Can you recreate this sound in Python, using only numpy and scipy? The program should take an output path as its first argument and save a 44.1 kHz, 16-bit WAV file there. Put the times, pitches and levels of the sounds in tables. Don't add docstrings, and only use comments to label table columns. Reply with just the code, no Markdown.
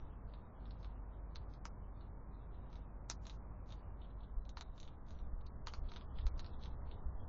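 import sys
import numpy as np
from scipy import signal
from scipy.fft import rfft, irfft, next_fast_len
from scipy.io import wavfile
from scipy.ndimage import uniform_filter1d

SR = 44100
rng = np.random.default_rng(int(sys.argv[2]) if len(sys.argv) > 2 else 0)


def magnitude_from_level(level_db):
    exponent = np.asarray(level_db, float) / 20
    return 10 ** exponent


def inscribe(sig):
    pcm = np.round(np.clip(np.atleast_2d(sig).T, -1, 1) * 32767)
    wavfile.write(sys.argv[1], SR, pcm.astype(np.int16))


N = 321076

# f/Hz, density/dB
WIND_COLOUR = [(5, -3), (12, 1.5), (24, -1), (36, -5), (60, -16.5), (200, -67)]
# f/Hz, density/dB
HISS_COLOUR = [(60, 3.5), (110, -1.5), (200, -5), (335, -12.5), (840, -15.5), (950, -15), (1150, -17.5),
               (1500, -25.5), (2000, -34.5), (2600, -43.5), (3300, -52.5), (8000, -70.5)]
# f/Hz, density/dB
RUMBLE_COLOUR = [(20, -16), (40, -10), (70, 10.5), (100, 4.5), (140, -4.5), (250, -39)]
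# t/s, level/dB
WIND_LEVEL = [(0.0, -55), (0.47, -64), (4.24, -64), (4.48, -54.5), (4.7, -59), (5.33, -53), (7.28, -51.5)]
# t/s, level/dB
ENGINE_LEVEL = [(0.0, -70.5), (0.12, -54), (0.38, -48.5), (0.4, -64), (0.67, -49), (2.72, -54), (2.76, -50),
                (4.28, -51.5), (4.34, -46), (5.07, -58.5), (5.09, -51.5), (6.18, -55), (6.26, -38.5),
                (6.39, -56.5), (6.87, -45.5), (7.02, -55), (7.06, -41), (7.28, -60.5)]
# t/s, peak/dB
THUMPS = [(4.366, -31), (4.691, -41.5), (5.208, -39), (5.329, -33.5), (5.779, -36), (5.815, -36),
          (5.849, -38), (6.191, -33.5), (6.251, -25), (6.338, -36.5), (6.769, -39.5), (7.056, -35.5)]
# start/s, end/s, level/dB
GRINDING_BOUTS = [(0.046, 0.162, -90.5), (0.37, 0.494, -87.5), (0.563, .98, -88.5), (1.11, 1.172, -91.5),
                  (1.4, 1.596, -92), (1.826, 1.883, -88.5), (1.962, 2.089, -92), (2.405, 2.839, -87.5),
                  (3.73, 3.86, -90.5), (4.0, 4.42, -91), (4.607, 4.701, -83), (4.72, 5.026, -88.5),
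                  (5.04, 5.269, -91.5), (5.4, 5.578, -90), (5.878, 6.016, -84), (6.169, 6.209, -87),
                  (6.27, 6.331, -79), (6.364, 6.56, -83)]
# f/Hz, width/Hz, level/dB
CRUMB_MODES = [(2794, 1000, 2.5), (3800, 350, -2.5), (4673, 1900, -10.5), (6400, 330, -12)]
# t/s, peak/dB, jaw f/Hz
NIBBLES = [(0.127, -78, 3120), (0.5562, -75.5, 3220), (1.1307, -72.5, 3270), (1.41, -80, 3120),
           (2.316, -81, 3830), (2.342, -69.5, 4020), (2.5424, -71, 3740), (4.0148, -61, 3350),
           (4.0312, -65.5, 3430), (4.0428, -64, 3320), (4.0993, -72, 3800), (4.105, -73.5, 3910),
           (4.203, -64.5, 3720), (4.2305, -61.5, 3658), (4.4179, -72, 3940), (4.698, -86, 3300),
           (4.731, -75, 3900), (4.846, -64, 3600), (5.076, -73, 4280), (5.119, -75, 3630),
           (5.1404, -73, 3400), (5.886, -55, 3700), (6.1567, -62, 3410), (6.1703, -61, 3640),
           (6.207, -57, 3610), (6.533, -61, 3610), (6.6111, -61.5, 3720), (6.625, -56, 3910),
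           (6.938, -65, 3730), (7.199, -65, 3530)]
# t/s, peak/dB, tray thud/dB rel, bright snap/dB rel, jaw f/Hz
BREAKS = [(0.3379, -50, -1.5, -27, 3850), (0.7087, -47.5, -13.5, -24, 4100), (0.846, -48.5, 1, -24, 3700),
          (1.3581, -37, -7, -15.5, 4070), (1.654, -42, 9, 5.5, 5100), (2.7293, -53.5, 1, -14, 3930),
          (3.0993, -32, -5, 8.5, 4110), (3.1129, -35, -8.5, -14, 5050), (3.268, -44, -4.5, 5, 3820),
          (3.2971, -39, -10, -17, 3890), (3.7232, -43.5, -16, -8, 3730), (4.4928, -45, -22, 0, 3860),
          (4.571, -42, 6, -28, 4160), (4.61, -36, -3, -2.5, 4020), (4.801, -45, -23, 3, 3980),
          (4.8304, -44.5, -28, -6, 3880), (5.4663, -49.5, -28, -9, 4290), (5.6707, -32.5, -1, -9.5, 4330),
          (5.737, -39, 2.5, -10.5, 4390), (5.918, -46, 3.5, -24, 4110), (6.2672, -39.5, -0.5, -6, 4060),
          (6.3943, -38, -5.5, -13, 4060), (6.6367, -42, -22.5, -14, 3920), (6.9137, -45, -20.5, -29, 3490)]
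# t/s, peak/dB, bright snap/dB rel, jaw f/Hz
CHEWS = [(0.656, -54.5, -8, 3720), (0.83, -54, -35, 4030), (1.5377, -53.5, -10, 4320),
         (2.0098, -56, -22, 4060), (2.7561, -51.5, -11, 3750), (3.254, -48.5, -30, 3970),
         (3.691, -55.5, -6.5, 3970), (3.7049, -48.5, -20, 3660), (4.4532, -55, -8.5, 3830),
         (4.5796, -44, -8, 4100), (4.779, -51, -15, 3700), (4.877, -49, -23, 3520),
         (5.0853, -58, -0.5, 3770), (5.107, -51.5, -2.5, 4000), (5.1895, -54.5, 0, 3760),
         (5.4107, -63, -15, 3840), (5.683, -41, -7, 3130), (5.9373, -46, -11, 3630),
         (5.9616, -39.5, -17, 3700), (5.9688, -43.5, -20, 3690), (6.011, -49.5, -24, 3300),
         (6.1867, -43.5, -28, 3410), (6.3784, -55, -4, 4660), (6.4452, -46, -15, 4060),
         (6.4624, -48, -15, 4490), (6.6575, -43.5, -18, 3640), (5.515, -70, -18, 4070),
         (5.555, -62, -20, 3553)]
# f/Hz, width/Hz, level/dB
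TRAY_MODES = [(944, 190, -2), (1294, 230, 0), (2600, 1700, 1.5)]
# f/Hz, width/Hz, level/dB
SNAP_MODES = [(5890, 1300, 0.5), (7460, 2200, 2), (7300, 1100, -13)]
# delay t/s, level/dB
ECHOES = [(.0032, -12), (.0075, -16.5), (0.012, -14), (.019, -23.5)]
ATTACKS_S = [1.357, 1.653, 3.09, 3.11, 4.452, 4.492, 4.571, 4.61, 5.40, 5.466, 5.67, 6.266, 6.393]

DISSOLVE_S = (4, 5.2)
HUM_HZ = (48.5, 60.3)
RUMBLE_DB, HISS_DB = (-59.5, -59.5), (-55, -55.5)
GATE_DB = (-80.5, -75)
FRAME_GRID = (964, 835)

CAMERA_SR, FRAME, BRIEF = 16000, 1024, 128
FRAME_BANDS = np.r_[0:88:8, 88:196:12, np.geomspace(196, FRAME, 24).round()].astype(int)
BRIEF_BANDS = np.r_[0:32:4, 32, 40, 48, 60, 72, 88, 104, 116, 128]


def level_over_time(rows):
    s, level_db = np.transpose(rows)
    return np.interp(np.arange(N) / SR, s, level_db)


def rms_one(x):
    return x / np.sqrt(np.mean(x ** 2) + 1e-20)


def coloured(spectrum):
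    size = next_fast_len(N)
    hz, level_db = np.transpose(spectrum)
    bins_hz = np.arange(size // 2 + 1) * SR / size
    shape = magnitude_from_level(np.interp(np.log(bins_hz + 1), np.log(hz), level_db))
    return rms_one(irfft(rfft(rng.standard_normal(size)) * shape, size)[:N])


def resonate(x, hz, width_hz):
    r, w = np.exp(-np.pi * width_hz / SR), 2 * np.pi * hz / SR
    return signal.lfilter([0, np.sin(w)], [1, -2 * r * np.cos(w), r * r], x)


def body(x, modes):
    return sum((-1) ** k * magnitude_from_level(db) * resonate(x, hz, width) for k, (hz, width, db) in enumerate(modes))


def later_share():
    return np.interp(np.arange(N) / SR, DISSOLVE_S, [0, 1])


def dissolve_dip_db():
    return -1.5 * np.sin(np.pi * later_share())


def engine(wander_hz=1.2):
    share = later_share()
    wander = np.cumsum(wander_hz * coloured([(.1, 0), (3, 0), (30, -40)])) / SR
    turns = np.outer(HUM_HZ, np.arange(N) / SR) + wander
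    early, late = np.sqrt(2) * np.sin(2 * np.pi * turns)
    return magnitude_from_level(level_over_time(ENGINE_LEVEL) - 0.5) * ((1 - share) * early + share * magnitude_from_level(-1.5) * late)


def traffic(swell_db=1.5, rumble_rise_db_per_s=3, hiss_rise_db_per_s=1.75):
    share, dip_db = later_share(), dissolve_dip_db()
    nearing_s = np.clip(np.arange(N) / SR - DISSOLVE_S[1], 0, 1.4)
    swell = swell_db * coloured([(.1, 0), (3, 0), (300, -120)])
    rumble_db = np.interp(share, [0, 1], RUMBLE_DB) + dip_db + swell + rumble_rise_db_per_s * nearing_s
    hiss_db = np.interp(share, [0, 1], HISS_DB) + dip_db + hiss_rise_db_per_s * nearing_s
    return magnitude_from_level(rumble_db) * coloured(RUMBLE_COLOUR) + magnitude_from_level(hiss_db) * coloured(HISS_COLOUR)


def wind():
    return magnitude_from_level(level_over_time(WIND_LEVEL) + 3.5) * coloured(WIND_COLOUR)


def thumps(swing_hz=31.7, turns=.65, gain_db=-1.0):
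    out, t = np.zeros(N + SR), np.arange(SR // 4) / SR
    age = t * swing_hz / turns
    swing = np.e * age * np.exp(-2 * age) * 2 * np.sin(2 * np.pi * swing_hz * t)
    for s, peak_db in THUMPS:
        at = round(s * SR)
        out[at:at + len(t)] += magnitude_from_level(peak_db + gain_db) * swing
    return out[:N]


def grinding(clicks_per_s=1500, fade_db_per_s=500, gain_db=-0.5):
    sizes = magnitude_from_level(3.5 * np.minimum(rng.exponential(1, N), 4)) * rng.choice([-1, 1], N)
    clicks = sizes * (rng.random(N) < clicks_per_s / SR)
    t = np.arange(N) / SR
    effort = np.zeros(N)
    for start, end, level_db in GRINDING_BOUTS:
        outside_s = np.maximum(0, np.maximum(start - t, t - end))
        effort += magnitude_from_level(level_db - fade_db_per_s * outside_s)
    return effort * magnitude_from_level(gain_db) * rms_one(body(clicks, CRUMB_MODES))


def nibbles(width_hz=1000, length_s=0.0072, gain_db=-2.5, echo_s=0.003, echo_db=-3.0):
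    out, t = np.zeros(N + SR), np.arange(SR // 10) / SR
    age = t / length_s
    for s, peak_db, jaw_hz in NIBBLES:
        rasp = rng.standard_normal(len(t))
        for _ in range(2):
            rasp = resonate(rasp, jaw_hz, width_hz)
        rasp = rms_one(rasp) * np.sqrt(age) * np.exp(-age)
        rasp = rasp + magnitude_from_level(echo_db) * np.roll(rasp, round(echo_s * SR))
        at = round(s * SR)
        out[at:at + len(t)] += magnitude_from_level(peak_db + gain_db) * rasp
    return out[:N]


def crack_force(t, t60_s, splinter_db=-11, tail_db=-26):
    draw, scatter = rng.random(len(t)), rng.standard_normal((2, len(t)))
    force = magnitude_from_level(splinter_db) * scatter[0] * (draw < 900 / SR) * np.exp(-t / 0.0066)
    force[0] = 1
    force = force + sum(magnitude_from_level(db) * np.roll(force, round(lag * SR)) for lag, db in ECHOES)
    tail = scatter[1] * magnitude_from_level(-60 * t / t60_s) * (1 - np.exp(-t / 0.0024))
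    return force + magnitude_from_level(tail_db) * tail


def cracks(break_t60_s=0.082, chew_t60_s=0.099, chew_thud_db=-5.5, jaw_width_hz=520, thud_db=-3, gain_db=-2):
    out, t = np.zeros(N + SR), np.arange(SR // 5) / SR
    breaks = [(*row, break_t60_s) for row in BREAKS]
    chews = [(s, db, chew_thud_db, snap, hz, chew_t60_s) for s, db, snap, hz in CHEWS]
    for s, peak_db, tray_db, snap_db, jaw_hz, t60_s in breaks + chews:
        force = crack_force(t, t60_s)
        sound = resonate(force, jaw_hz, jaw_width_hz)
        sound += magnitude_from_level(snap_db) * body(force, SNAP_MODES)
        sound += magnitude_from_level(tray_db + thud_db) * body(force, TRAY_MODES)
        at = round(s * SR)
        out[at:at + len(t)] += magnitude_from_level(peak_db + gain_db) * sound
    return out[:N]


def scene():
    background = engine() + traffic() + wind() + thumps()
    eating = grinding() + nibbles() + cracks()
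    return (background + eating)[None]


def coarse_bands(x, size, window, bands, gate_db, step_db, treble_db=3.0, mask_db=-17, coarse_db=8):
    n, width = np.arange(2 * size), np.diff(bands)
    basis = np.cos(np.pi / size * np.outer(n + .5 + size / 2, n[:size] + .5))
    basis = basis * np.sqrt(2 / size) * window[:, None]
    halves = x.reshape(-1, size)
    lines = np.hstack([halves[:-1], halves[1:]]) @ basis
    level = np.sqrt(np.add.reduceat(lines ** 2, bands[:-1], axis=1) / width) + 1e-12
    gate = magnitude_from_level(gate_db[size::size, None] + treble_db * bands[:-1] / size)
    high = bands[:-1] > size // 4
    loudest = (level * high).max(axis=1)[:, None]
    gate = np.maximum(gate, magnitude_from_level(mask_db) * high * loudest)
    step = np.repeat(np.maximum(level * magnitude_from_level(step_db), gate * magnitude_from_level(coarse_db)), width, axis=1)
    kept = np.repeat(level > gate, width, axis=1)
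    back = (np.round(lines / step) * step * kept) @ basis.T
    silent = halves[:1] * 0
    return (np.vstack([back[:, :size], silent]) + np.vstack([silent, back[:, size:]])).ravel()


def camera_storage(x, gate_db, grid, step_db=-8.0, brief_step_db=-13.5):
    front = 2 * FRAME - grid
    back = FRAME + -(front + len(x)) % FRAME
    padded, gate_db = np.pad(x, (front, back), "reflect"), np.pad(gate_db, (front, back), "edge")
    attack = np.zeros(len(padded) // FRAME)
    attack[((np.array(ATTACKS_S) * CAMERA_SR + front - FRAME / 2) // FRAME).astype(int)] = 1
    brief = uniform_filter1d(np.roll(np.repeat(attack, FRAME), FRAME // 2), size=BRIEF)
    kaiser = np.kaiser(FRAME + 1, 4 * np.pi)
    rise = np.sqrt(np.cumsum(kaiser)[:-1] / kaiser.sum())
    sine = np.sin(np.pi * (np.arange(2 * BRIEF) + .5) / (2 * BRIEF))
    no_bass = signal.butter(2, 600, "high", fs=CAMERA_SR, output="sos")
    sharp = brief * signal.sosfiltfilt(no_bass, padded)
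    stored = coarse_bands(padded - sharp, FRAME, np.r_[rise, rise[::-1]], FRAME_BANDS, gate_db, step_db)
    stored += coarse_bands(sharp, BRIEF, sine, BRIEF_BANDS, gate_db, brief_step_db)
    return stored[front:front + len(x)]


def roll_off(x):
    return signal.sosfilt(signal.butter(12, 7890, fs=SR, output="sos"), x)


def record(dry):
    soft = signal.sosfilt(signal.butter(8, 7150, fs=SR, output="sos"), dry[0])
    slow = signal.resample_poly(soft, 160, 441)
    since_s = np.arange(len(slow)) / CAMERA_SR - DISSOLVE_S[1]
    early_gate_db = GATE_DB[0] + 0 * since_s
    late_gate_db = GATE_DB[1] + 1 * since_s - 5.5 * np.exp(-np.abs(since_s) / .3)
    moments = []
    for gate_db, grid in zip((early_gate_db, late_gate_db), FRAME_GRID):
        stored = camera_storage(slow, gate_db, grid)
        moments.append(signal.resample_poly(stored, 441, 160, window=("kaiser", 10))[:N])
    early, late = moments
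    mix = (1 - later_share()) * early + later_share() * late + .0005
    return roll_off(mix[None])


dry = scene()
out = record(dry)
inscribe(out)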